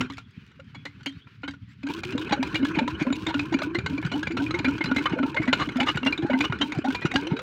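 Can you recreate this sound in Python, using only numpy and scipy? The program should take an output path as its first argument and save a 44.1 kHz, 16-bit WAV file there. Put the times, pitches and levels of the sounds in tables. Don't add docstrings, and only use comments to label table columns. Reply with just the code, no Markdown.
import sys
import numpy as np
from scipy import signal
from scipy.fft import rfft, irfft, next_fast_len
from scipy.io import wavfile
from scipy.ndimage import uniform_filter1d

SR = 44100
rng = np.random.default_rng(int(sys.argv[2]) if len(sys.argv) > 2 else 0)


def convert_level_to_amplitude(level_db):
    exponent = np.asarray(level_db, float) / 20
    return 10 ** exponent


def bounce(signal):
    frames = np.transpose(np.atleast_2d(signal))
    limited = np.clip(frames, -1, 1)
    pcm = np.round(limited * 32767).astype(np.int16)
    wavfile.write(sys.argv[1], SR, pcm)


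N = 327215
PUMPING_FROM = 1.8


def evened(x):
    return x / np.sqrt(np.mean(x ** 2) + 1e-20)


def coloured(x, points):
    hz, db = np.transpose(points)
    size = next_fast_len(len(x))
    log_hz = np.log(np.fft.rfftfreq(size, 1 / SR) + 1)
    gain = convert_level_to_amplitude(np.interp(log_hz, np.log(hz), db))
    return evened(irfft(rfft(x, size) * gain, size)[:len(x)])


def add(mix, s, sound):
    part = mix[round(s * SR):][:len(sound)]
    part += sound[:len(part)]


def resonate(x, hz, width):
    turn = np.exp(2j * np.pi * np.cumsum(hz * np.ones(len(x))) / SR)
    r = np.exp(-np.pi * width / SR)
    smooth = signal.lfilter([1 - r], [1, -r], x / turn + 1e-18)
    return 2 * (turn * smooth).real


def lumps(seconds):
    size = round(seconds * SR)
    once = uniform_filter1d(rng.standard_normal(N), size)
    return evened(uniform_filter1d(once, size))


def span(t, start, stop, rise, fall):
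    return np.interp(t, [start - rise, start, stop - fall, stop + fall], [0, 1, 1, 0])


def glide(start, stop, first_hz, last_hz, width, clean=0.69):
    t = np.arange(round((stop - start) * SR)) / SR
    done = t / (stop - start)
    hz = first_hz + (last_hz - first_hz) * done
    flow, surge = rng.standard_normal((2, len(t)))
    flow = flow * convert_level_to_amplitude(4 * evened(uniform_filter1d(surge, 600)))
    rough = evened(resonate(resonate(flow, hz, width), hz, 5.4 * width))
    steady = np.sin(2 * np.pi * np.cumsum(hz) / SR)
    return evened(rough + clean * steady) * np.sin(np.pi * done ** .6) ** .7


def swell(t, rise_s, t60):
    return (1 - np.exp(-(t / rise_s) ** 2)) * convert_level_to_amplitude(-60 * t / max(t60, .02))


def shank(contact, hz):
    return signal.lfilter([1], np.r_[1, np.zeros(int(SR / hz)), -.72], contact)


# [t/s, rattle level/dB, wind level/dB]
WORK = [(0, -34.5, -42), (.24, -65, -49.5), (.4, -54.5, -47.5), (.55, -60, -48.5), (1.0, -58, -45.5),
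        (1.3, -59, -51), (1.66, -71.5, -41.5), (1.82, -56, -44.5), (1.899, -37, -47.5), (3, -39.5, -46.5),
        (4.4, -40, -35), (4.899, -38, -47), (7.42, -40, -55)]


def work(column):
    rows = np.array(WORK)
    return convert_level_to_amplitude(np.interp(np.arange(N) / SR, rows[:, 0], rows[:, column]))


# [f/Hz, level/dB]
WIND = [(30, -38.5), (60, -14), (110, -1.5), (190, -9), (280, -15.5), (450, -107)]
# [f/Hz, level/dB]
AIR = [(620, -43), (950, -15.5), (1420, -7.5), (2600, -8.5), (4500, -17.5), (9000, -42.5)]
AIR_DB = -64.5


def wind():
    rumble = coloured(rng.standard_normal(N) * convert_level_to_amplitude(6.1 * lumps(0.012)), WIND) * work(column=2)
    hush = coloured(rng.standard_normal(N), AIR) * convert_level_to_amplitude(3.5 * lumps(.03))
    whistle_hz = 2900 + 500 * lumps(.1)
    whistle = evened(resonate(resonate(hush, whistle_hz, 200), whistle_hz, 200))
    return rumble + convert_level_to_amplitude(AIR_DB) * (hush + .35 * whistle)


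# [start t/s, stop t/s, first f/Hz, last f/Hz, level/dB]
BIRDS = [
    (0.196, 0.296, 3380, 3370, -69),
    (.32, 0.402, 2100, 2830, -62),
    (1.104, 1.195, 3290, 4700, -64),
    (1.186, 1.273, 2820, 3800, -61.5),
    (1.606, 1.68, 3020, 3640, -71),
    (1.688, 1.735, 7000, 8000, -75),
]


def birds():
    out = np.zeros(N)
    for start, stop, first_hz, last_hz, db in BIRDS:
        add(out, start, convert_level_to_amplitude(db) * glide(start, stop, first_hz, last_hz, 120, .8))
    return out


# [start t/s, stop t/s, first f/Hz, last f/Hz, level/dB]
POCKETS = [(1.883, 1.949, 847, 1027, -41), (1.965, 2.016, 1260, 1360, -53), (2.327, 2.429, 478, 635, -45),
           (2.793, 2.853, 521, 610, -37), (3.044, 3.122, 504, 635, -39), (3.587, 3.656, 492, 676, -46),
           (4.118, 4.183, 595, 947, -37.5), (4.395, 4.436, 685, 760, -40.5), (4.542, 4.629, 875, 982, -40),
           (4.975, 5.038, 850, 1030, -41), (5.079, 5.16, 992, 844, -44), (5.152, 5.238, 440, 740, -36),
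           (5.236, 5.324, 849, 1000, -40), (5.342, 5.414, 530, 680, -38), (5.462, 5.506, 560, 690, -39.5),
           (6.327, 6.375, 616, 746, -38.5), (6.328, 6.442, 880, 1000, -39), (6.732, 6.797, 857, 600, -43),
           (6.843, 6.903, 754, 933, -31.5)]


def pockets():
    out = np.zeros(N)
    for start, stop, first_hz, last_hz, db in POCKETS:
        add(out, start, convert_level_to_amplitude(db) * glide(start, stop, first_hz, last_hz, 52, 0.82))
    return out


# [start t/s, stop t/s, first f/Hz, last f/Hz, level/dB]
GURGLES = [
    (5.793, 5.854, 632, 939, -28),
    (6.234, 6.298, 760, 874, -37),
    (7.145, 7.228, 691, 1010, -33.5),
    (7.215, 7.304, 347, 574, -39.5),
    (7.316, 7.473, 372, 587, -39),
]


def gurgles():
    out = np.zeros(N)
    for start, stop, first_hz, last_hz, db in GURGLES:
        add(out, start - .01, convert_level_to_amplitude(db) * glide(start, stop, first_hz, last_hz, 42, 2.0))
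    return out


# [f/Hz, level/dB]
PUFF = [(1500, -30), (2700, -3), (5200, -17), (9000, -30), (11000, -37), (15600, -33)]
# [start t/s, stop t/s, level/dB]
PUFFS = [(1.888, 2, -50), (2.047, 2.12, -54), (2.192, 2.25, -54), (2.43, 2.534, -55.5), (2.544, 2.592, -51),
         (2.648, 2.712, -52.5), (2.876, 2.93, -58), (3.151, 3.31, -55), (3.359, 3.516, -56.5),
         (3.625, 3.659, -46.5), (3.897, 3.974, -59.5), (4.144, 4.213, -55), (4.396, 4.494, -54),
         (4.692, 4.794, -56), (4.957, 5.072, -53.5), (5.26, 5.32, -57.5), (5.536, 5.676, -56),
         (5.86, 5.937, -53), (6.105, 6.15, -61), (6.376, 6.478, -54), (6.624, 6.71, -56),
         (6.884, 6.975, -54.5), (7.15, 7.236, -55.5)]


def puffs():
    level, t = np.zeros(N), np.arange(9000) / SR
    for start, stop, db in PUFFS:
        add(level, start, convert_level_to_amplitude(db + 1.5 - 41 * t) * span(t, 0.0011, stop - start, 0.001, 0.017))
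    hiss = coloured(rng.standard_normal(N), PUFF) * convert_level_to_amplitude(4.95 * lumps(0.0041))
    return convert_level_to_amplitude(6.0) * level * hiss


# [t/s, peak level/dB, f/Hz]
THUMPS = [(2.053, -22, 125), (2.311, -14, 203), (2.538, -15, 129), (2.776, -12.5, 180), (2.926, -14.5, 76),
          (3.013, -15, 159), (3.902, -18.5, 181), (4.052, -9.5, 148), (4.275, -21, 157),
          (4.844, -15.5, 170), (5.117, -12.5, 162), (5.397, -12.5, 137), (5.68, -19, 173),
          (5.953, -11.5, 136), (6.231, -14, 131), (6.498, -11.5, 139), (6.774, -10.5, 143),
          (7.049, -8, 154), (7.318, -6.5, 163.5)]


def valve():
    out, t = np.zeros(N), np.arange(5000) / SR
    for s, db, hz in THUMPS:
        shape = (1 - np.exp(-(t / 0.0043) ** 2)) * np.exp(-t / 0.006)
        add(out, s - .003, convert_level_to_amplitude(db + 3.5) * shape * np.sin(2 * np.pi * hz * t))
    return signal.sosfilt(signal.butter(2, 75, "high", fs=SR, output="sos"), out)


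# [start t/s, stop t/s, level/dB]
STROKES = [(1.855, 2.012, -34.5), (2.143, 2.282, -31.5), (2.405, 2.561, -37.5), (2.604, 2.788, -30),
           (2.811, 2.994, -32), (3.063, 3.311, -34.5), (3.354, 3.536, -34), (3.6, 3.751, -30),
           (3.885, 4.02, -32), (4.125, 4.257, -27), (4.343, 4.567, -29), (4.644, 4.833, -30.5),
           (4.873, 5.13, -30), (5.183, 5.352, -30), (5.471, 5.694, -33), (5.781, 5.953, -31.5),
           (6.021, 6.17, -29), (6.322, 6.496, -25.5), (6.603, 6.788, -33.5), (6.84, 6.963, -32),
           (7.096, 7.319, -35.5)]
FIRST_HZ, LAST_HZ, THIRD_DB = 264.2, 347.6, -47.5
SAG_HZ_PER_S = 5.3


def strokes():
    out = np.zeros(N)
    for start, stop, db in STROKES:
        sag_hz = SAG_HZ_PER_S * (start - PUMPING_FROM)
        first_hz, last_hz = FIRST_HZ - sag_hz, LAST_HZ - sag_hz
        add(out, start - .01, convert_level_to_amplitude(db) * glide(start, stop, first_hz, last_hz, 29, 1.21))
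        add(out, start, convert_level_to_amplitude(THIRD_DB) * glide(start, stop, 3.46 * first_hz, 3.304 * last_hz, 55))
    return out


# [t/s, peak level/dB, f/Hz]
KNOCKS = [(1.84, -37.5, 276.6), (2.396, -29, 258.5), (2.599, -32.5, 258), (2.633, -21, 269),
          (2.816, -31, 237), (3.071, -26, 256), (3.108, -22.5, 271), (3.353, -28, 281.7), (3.548, -19, 274),
          (3.927, -33.5, 273.2), (4.407, -34, 274.7), (4.651, -31.5, 259.8), (4.679, -23, 267),
          (4.902, -34.5, 260.5), (4.918, -23.5, 269), (5.2, -29, 262.7), (5.236, -23.5, 267.7),
          (5.483, -24.5, 252), (5.761, -27, 252.4), (5.806, -29.5, 247.7), (6.063, -28, 259.4),
          (6.306, -32, 256.4), (6.341, -21.5, 257.7), (6.611, -28, 287.6), (6.886, -25, 263),
          (7.154, -24, 272)]
# [t/s, peak level/dB, f/Hz]
TOP_KNOCKS = [(2.056, -44.5, 358), (2.154, -19, 270), (2.326, -24.5, 302), (2.542, -33.5, 314.4),
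              (2.774, -22.5, 311), (3.02, -19, 304), (3.276, -33.5, 315.4), (3.525, -27, 326),
              (3.712, -49, 341.5), (3.754, -27, 346), (3.987, -29.5, 303), (4.306, -36, 330),
              (4.543, -29.5, 348), (4.969, -21.5, 274), (5.139, -8.5, 303), (5.403, -26, 312),
              (6.192, -31, 315), (6.229, -30, 332.4), (6.252, -8, 310), (6.793, -10.5, 306),
              (7.052, -14, 344), (7.27, -38, 334)]
# [t/s, peak level/dB, f/Hz]
REST_KNOCKS = [
    (0.005, -33.5, 252.4),
    (0.104, -42.5, 273),
    (0.76, -52.5, 276),
    (0.86, -51.5, 287),
    (1.068, -38.5, 276),
    (1.109, -52.5, 278),
    (1.439, -42, 283.6),
    (1.486, -39.5, 279),
]
# [t/s, peak level/dB, f/Hz,
# 60 dB decay t/s]
SHORT_KNOCKS_AND_POPS = [(0.598, -45, 538, 0.055), (2.153, -43.5, 487, 0.17), (3.622, -23, 624, 0.029),
                         (4.137, -27, 654, 0.022), (4.606, -24.5, 298, 0.047), (4.811, -23.5, 318, 0.048),
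                         (5.574, -27.5, 285, 0.055), (5.678, -26.5, 297, 0.052), (6.065, -30.5, 643, 0.056),
                         (6.302, -16.5, 592, 0.029), (6.845, -38.5, 603, 0.085), (7.339, -21.5, 278, 0.045)]
# [t/s, peak level/dB, f/Hz, 60 dB decay t/s]
HANDLE = [
    (0.014, -65, 3150, 0.56),
    (.755, -62.5, 3360, 0.33),
    (1.067, -41, 3170, 0.13),
]
LOW_T60, TOP_T60, REST_T60 = 0.17, 0.11, 0.2
SLOSH = 0.85


def knocks():
    out, t = np.zeros(N), np.arange(13000) / SR
    notes = [row + (REST_T60,) for row in REST_KNOCKS] + SHORT_KNOCKS_AND_POPS + HANDLE
    for rows, t60 in [(KNOCKS, LOW_T60), (TOP_KNOCKS, TOP_T60)]:
        notes += [row + (t60 * convert_level_to_amplitude(-SLOSH * (row[1] + 28.0)),) for row in rows]
    for s, db, hz, t60 in notes:
        bend = (s > PUMPING_FROM) * 0.748 * (t - .04) * t
        turn = 2 * np.pi * hz * (t + bend)
        third = convert_level_to_amplitude(-13.0 - 1360 * t) * np.sin(2.23 * turn)
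        add(out, max(s - .006, 0), convert_level_to_amplitude(db + 13.5) * swell(t, 0.0053, t60) * (np.sin(turn) + third))
    return out


# [f/Hz, width f/Hz, level/dB]
IRON = [(994, 70, -20.5), (1160, 200, -1.5), (1450, 570, 12.5), (2200, 102, 2), (2400, 340, 11.5),
        (2950, 190, 4.5), (3557, 370, -10), (3810, 260, -9), (4087, 240, -6), (4950, 230, -20.5),
        (5940, 500, -15), (6736, 350, -19)]
# [f/Hz, level/dB]
RATTLE = [(240, 16.5), (400, 15), (620, -6), (980, 3.5), (1200, -8.5), (1500, 7.5), (1970, -5.5),
          (2180, -14), (4010, -13), (12000, -99.5), (15600, -74.5), (22000, -120)]


def rattle(blows):
    shaken = rng.standard_normal(N) * convert_level_to_amplitude(3.2 * lumps(.014))
    shivers = np.zeros(N)
    for hz, width, db in IRON[:-1]:
        mode = signal.iirpeak(hz, hz / (width + 60), SR)
        ringing = evened(signal.lfilter(*mode, signal.lfilter(*mode, shaken)))
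        shivers += convert_level_to_amplitude(db + 4.2 * lumps(.018)) * ringing
    after = np.sqrt(signal.lfilter([1], [1, -np.exp(-1 / (0.06 * SR))], abs(blows)))
    loose = evened(1.77 * coloured(shaken, RATTLE) + evened(shivers))
    return loose * evened(1.2 + evened(after)) * work(column=1)


def iron(contact, hz, treble_db):
    t = np.arange(3000) / SR
    iron_hz, width, iron_db = np.transpose(IRON)[:, :, None]
    spot_db = 4 * rng.standard_normal((len(IRON), 1))
    detune = .015 * rng.standard_normal((len(IRON), 1))
    db = iron_db + spot_db + (iron_hz > 3400) * 0.81 * (treble_db + 32.0)
    modes = convert_level_to_amplitude(db) * np.exp(-1.8 * width * t) * np.sin(2 * np.pi * iron_hz * (1 + detune) * t)
    loudest = convert_level_to_amplitude(10.0) * np.exp(-130 * t) * np.sin(2 * np.pi * hz * t)
    ring = (modes.sum(0) + loudest) * (1 - np.exp(-t / .0006)) ** 2
    clatter = coloured(contact, [(330, -9.0), (560, 2.5)] + RATTLE[2:])
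    return evened(signal.fftconvolve(contact, ring)[:len(contact)]) + convert_level_to_amplitude(-4.5) * clatter


# [f/Hz, level/dB]
PIN = [(900, -17), (1800, 2), (3500, -1.5), (7000, -15), (11000, -37.5), (16000, -41)]
# [t/s, peak level/dB]
PINS = [(0.0094, -26), (0.123, -39), (0.1365, -37), (0.172, -36), (0.1865, -39), (0.3094, -51),
        (0.4658, -47), (0.477, -51), (0.517, -54), (0.6439, -54), (0.748, -53), (0.8554, -31),
        (1.0326, -43), (1.0619, -23.5), (1.0944, -40), (1.1244, -49), (1.4213, -51), (1.51, -35),
        (1.7344, -54),
        (2.1233, -32), (2.1576, -43), (2.2744, -50), (2.312, -51), (2.4743, -33.5), (2.7154, -41),
             (2.756, -43), (3.0106, -39), (3.026, -27), (3.7514, -42), (4.0176, -37), (4.0645, -30),
             (4.139, -35), (4.3212, -32), (4.589, -29), (4.8414, -21.5), (4.949, -32.5), (5.097, -35),
             (5.4064, -44), (5.4304, -33), (5.456, -33), (5.7234, -38), (5.7705, -29), (5.8115, -29),
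             (5.83, -36), (5.8745, -41), (5.9598, -32), (6.0504, -28), (6.126, -28), (6.268, -36),
             (6.589, -33.5), (6.751, -32), (6.778, -38), (6.787, -32), (6.8592, -32.5), (7.012, -36),
             (7.1412, -25), (7.393, -37)]
PIN_S = .004


def pins():
    out, t = np.zeros(N), np.arange(2048) / SR
    shape = np.exp(-t / PIN_S) + 0.28 * np.exp(-t / 0.02)
    for s, db in PINS:
        contact = shank(rng.standard_normal(len(t)), rng.uniform(900, 2600))
        tick = coloured(contact, PIN) * shape
        add(out, s - .001, convert_level_to_amplitude(db) * tick / abs(tick).max())
    return out


# [t/s, peak level/dB, f/Hz, 60 dB decay t/s]
RINGS = [(2.326, -28, 4550, 0.048), (2.332, -24, 3800, 0.038), (2.552, -15, 2343, 0.031),
         (2.558, -25, 2870, 0.071), (2.787, -24, 2400, 0.065), (3.127, -35, 7020.0, 0.05),
         (3.266, -33, 3700, 0.046), (3.397, -22, 2450, 0.045), (3.636, -26, 1475, 0.07),
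         (3.864, -21, 2130, 0.039), (3.983, -24.5, 2380, 0.028), (4.14, -23, 2970, 0.039),
         (4.4, -24.5, 1520, 0.047), (4.465, -26, 2450, 0.061), (4.546, -30, 2200.0, 0.037),
         (4.651, -36, 2350, 0.029), (4.811, -13, 2148, 0.028), (4.9, -27, 1450, 0.049),
         (4.964, -20.5, 2087, 0.098), (4.976, -32.5, 3980, 0.073), (5.06, -18, 3020, 0.032),
         (5.365, -21, 2100, 0.046), (5.432, -29.5, 2240, 0.11), (5.514, -32, 1536, 0.049),
         (5.53, -21, 3550, 0.027), (5.53, -11.5, 3100, 0.023), (5.803, -12.5, 2950.0, 0.026),
         (5.887, -32, 4950.0, 0.047), (5.89, -15, 2853, 0.048), (6.062, -24, 2270, 0.051),
         (6.125, -25, 4040, 0.034), (6.128, -13, 2387, 0.038), (6.178, -30, 3870, 0.048),
         (6.346, -19.5, 1530, 0.031), (6.41, -19.5, 2450, 0.039), (6.448, -19, 2930, 0.04),
         (6.619, -23, 3820, 0.055), (6.874, -27, 1440, 0.059), (6.947, -27.5, 980, 0.092),
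         (6.95, -29, 2404, 0.15), (7.025, -38, 2460, 0.27), (7.159, -24, 3410, 0.025),
         (7.159, -9, 2875, 0.026), (7.367, -39, 3820, 0.12)]
RING_RISE_S = 0.0035


def rings():
    out, t = np.zeros(N), np.arange(6000) / SR
    for s, db, hz, t60 in RINGS:
        add(out, s - .003, convert_level_to_amplitude(db + 4.5) * swell(t, RING_RISE_S, t60) * np.sin(2 * np.pi * hz * t))
    return out


# [start t/s, stop t/s, level/dB, loudest ring f/Hz]
GRINDS = [
    (2.995, 3.038, -34.5, 2400),
    (3.279, 3.319, -33.5, 952),
    (5.592, 5.641, -29.5, 1230),
    (5.866, 5.912, -27, 1253),
    (6.437, 6.46, -34.5, 1210),
]


def grinds():
    out, t = np.zeros(N), np.arange(8192) / SR
    fade = (1 - t / t[-1]) ** 2
    for start, stop, db, hz in GRINDS:
        contact = rng.standard_normal(len(t)) * span(t, 0.018, stop - start + 0.0061, 0.0099, 0.006)
        scrape = iron(contact, hz, -20.0) + convert_level_to_amplitude(-9.5) * coloured(contact, TICK)
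        add(out, start - .011, convert_level_to_amplitude(db - 4) * fade * scrape)
    return out


# [f/Hz, level/dB]
TICK = [(3300, 5), (4600, -6.5), (7200, -11.5), (10000, -29.5), (15700, -42.5), (16100, -99)]
# [t/s, peak level/dB, loudest ring f/Hz]
TICKS = [(0.010, -17, 1410), (0.182, -31.5, 1387), (2.036, -24, 2430), (2.18, -25, 3765), (2.429, -20, 986),
         (2.546, -24, 2200), (2.652, -19.5, 1700), (2.756, -27.5, 2270), (2.879, -20, 1020),
         (3.127, -22.5, 3820), (3.395, -19, 2580), (3.620, -22, 1283), (3.788, -22, 2400),
         (3.863, -20, 1540), (4.051, -28, 1476), (4.231, -21.5, 1655), (4.509, -22, 1312),
         (4.782, -28.5, 1640), (4.844, -25, 1510), (4.964, -17, 2165), (5.346, -28.5, 937),
         (5.831, -21.5, 890), (5.974, -18, 1472), (6.178, -27.5, 3770), (6.452, -22, 2950),
         (6.722, -23, 2320), (6.95, -20.5, 2400), (7.116, -23.5, 2200), (7.160, -10.5, 1630),
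         (7.271, -25, 3090)]
# [t/s, peak level/dB, loudest ring f/Hz]
TAPS = [(0.101, -29.5, 1246), (0.515, -50, 1510), (1.008, -45, 1510), (0.599, -39.5, 1450),
        (1.538, -40, 1465), (1.832, -32.5, 2545), (1.869, -29.5, 1633), (2.123, -29.5, 2790),
        (2.295, -27.5, 874), (2.556, -16, 2365), (2.789, -13.5, 910), (3.267, -17, 3686),
        (3.343, -19.5, 1450), (3.526, -25, 976), (3.541, -18.5, 2400), (3.589, -24, 1505),
        (3.979, -26, 2337), (4.272, -17, 2343), (4.31, -31.5, 1410), (4.591, -20, 2410), (4.684, -22, 1450),
        (4.858, -23.5, 4060), (4.984, -23.5, 2610), (5.42, -26, 2060), (5.530, -8, 1473),
        (5.69, -23.5, 2196), (6.408, -14, 2400), (6.906, -23, 1560), (7.367, -28.5, 1554),
        (7.392, -24, 1380)]
# [t/s, peak level/dB, loudest ring f/Hz]
CHATTERS = [(0.748, -33.5, 2336), (0.854, -28, 2060), (1.061, -25, 2915), (1.479, -23.5, 1588),
            (2.323, -11, 830), (3.748, -19, 2084), (4.117, -21, 1496), (4.37, -18.5, 1410),
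            (4.542, -18.5, 2200), (4.646, -16, 2400), (5.477, -20.5, 2035), (5.802, -14, 2336),
            (5.886, -17, 2970), (6.064, -13.5, 2814), (6.126, -27.5, 2400), (6.223, -28, 1757),
            (6.613, -13, 3135), (6.845, -25, 804), (7.019, -26, 1960), (7.054, -18.5, 1450)]
# [t/s, peak level/dB, loudest ring f/Hz, chatter length t/s]
CLUNKS = [(1.272, -39.5, 1397, 0.0085), (1.434, -24.5, 1460, 0.021), (2.31, -21.5, 1015, 0.0078),
          (2.628, -28.5, 1490, 0.0088), (2.761, -23.5, 980, 0.042), (3.069, -26, 1040, 0.0042),
          (3.105, -25.5, 1450, 0.0013), (4.029, -25, 1746, 0.0017), (4.465, -30, 2300, 0.0075),
          (4.809, -17.5, 2172, 0.016), (4.915, -14.5, 1450, 0.0086), (5.058, -13.5, 1200, 0.012),
          (5.122, -23, 900, 0.025), (5.189, -18, 1470, 0.0084), (5.231, -19.5, 1353, 0.0091),
          (5.367, -14.5, 2140, 0.016), (5.614, -16, 1160, 0.018), (5.759, -27, 1367, 0.012),
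          (5.945, -27, 2240, 0.025), (6.032, -21.5, 2770, 0.0033), (6.301, -19.5, 958, 0.017),
          (6.334, -18.5, 2060, 0.0076), (6.5, -29, 1000, 0.0047), (6.525, -15.5, 1440, 0.0053),
          (7.305, -28, 917, 0.048)]
TICK_S, TAP_S, CHATTER_S = 0.0065, 0.009, 0.017
TICK_TREBLE_DB, TAP_TREBLE_DB, CHATTER_TREBLE_DB, CLUNK_TREBLE_DB = -12.5, -17.5, -18.5, -31.5
TREBLE_LAG = 0.035


def clanks():
    out, t = np.zeros(N), np.arange(8192) / SR
    fade = (1 - t / t[-1]) ** 2
    blows = [row + (CLUNK_TREBLE_DB,) for row in CLUNKS]
    blows += [row + (TICK_S, TICK_TREBLE_DB) for row in TICKS]
    blows += [row + (TAP_S, TAP_TREBLE_DB) for row in TAPS]
    blows += [row + (CHATTER_S, CHATTER_TREBLE_DB) for row in CHATTERS]
    for s, db, hz, length, kind_db in blows:
        treble_db = kind_db - TREBLE_LAG * (db + 22)
        chatter = np.exp(-(t / length) ** 2) + 0.16 * np.exp(-t / 0.042)
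        contact = rng.standard_normal(len(t)) * (1 - np.exp(-t / (0.075 * length))) * chatter
        body = iron(contact, hz, treble_db)
        tick = coloured(shank(contact, hz), TICK)
        blow = body / abs(body).max() + convert_level_to_amplitude(treble_db + 11.0) * tick / abs(tick).max()
        add(out, s - .002, convert_level_to_amplitude(db) * fade * blow)
    return out


def scene():
    blows = clanks() + grinds()
    field = wind() + birds()
    barrel = pockets() + gurgles() + puffs() + valve() + strokes() + knocks()
    linkage = rattle(blows) + pins() + rings() + blows
    return (field + barrel + linkage)[None]


def low_pass(x):
    return signal.sosfilt(signal.butter(12, 16800, fs=SR, output="sos"), x)


def record(dry):
    cut = signal.sosfilt(signal.butter(4, 58, "high", fs=SR, output="sos"), dry)
    top = signal.firwin(255, 16050, window=("kaiser", 9), fs=SR)
    mix = signal.oaconvolve(cut, top[None], "same")
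    return low_pass(mix)


dry = scene()
out = record(dry)
bounce(out)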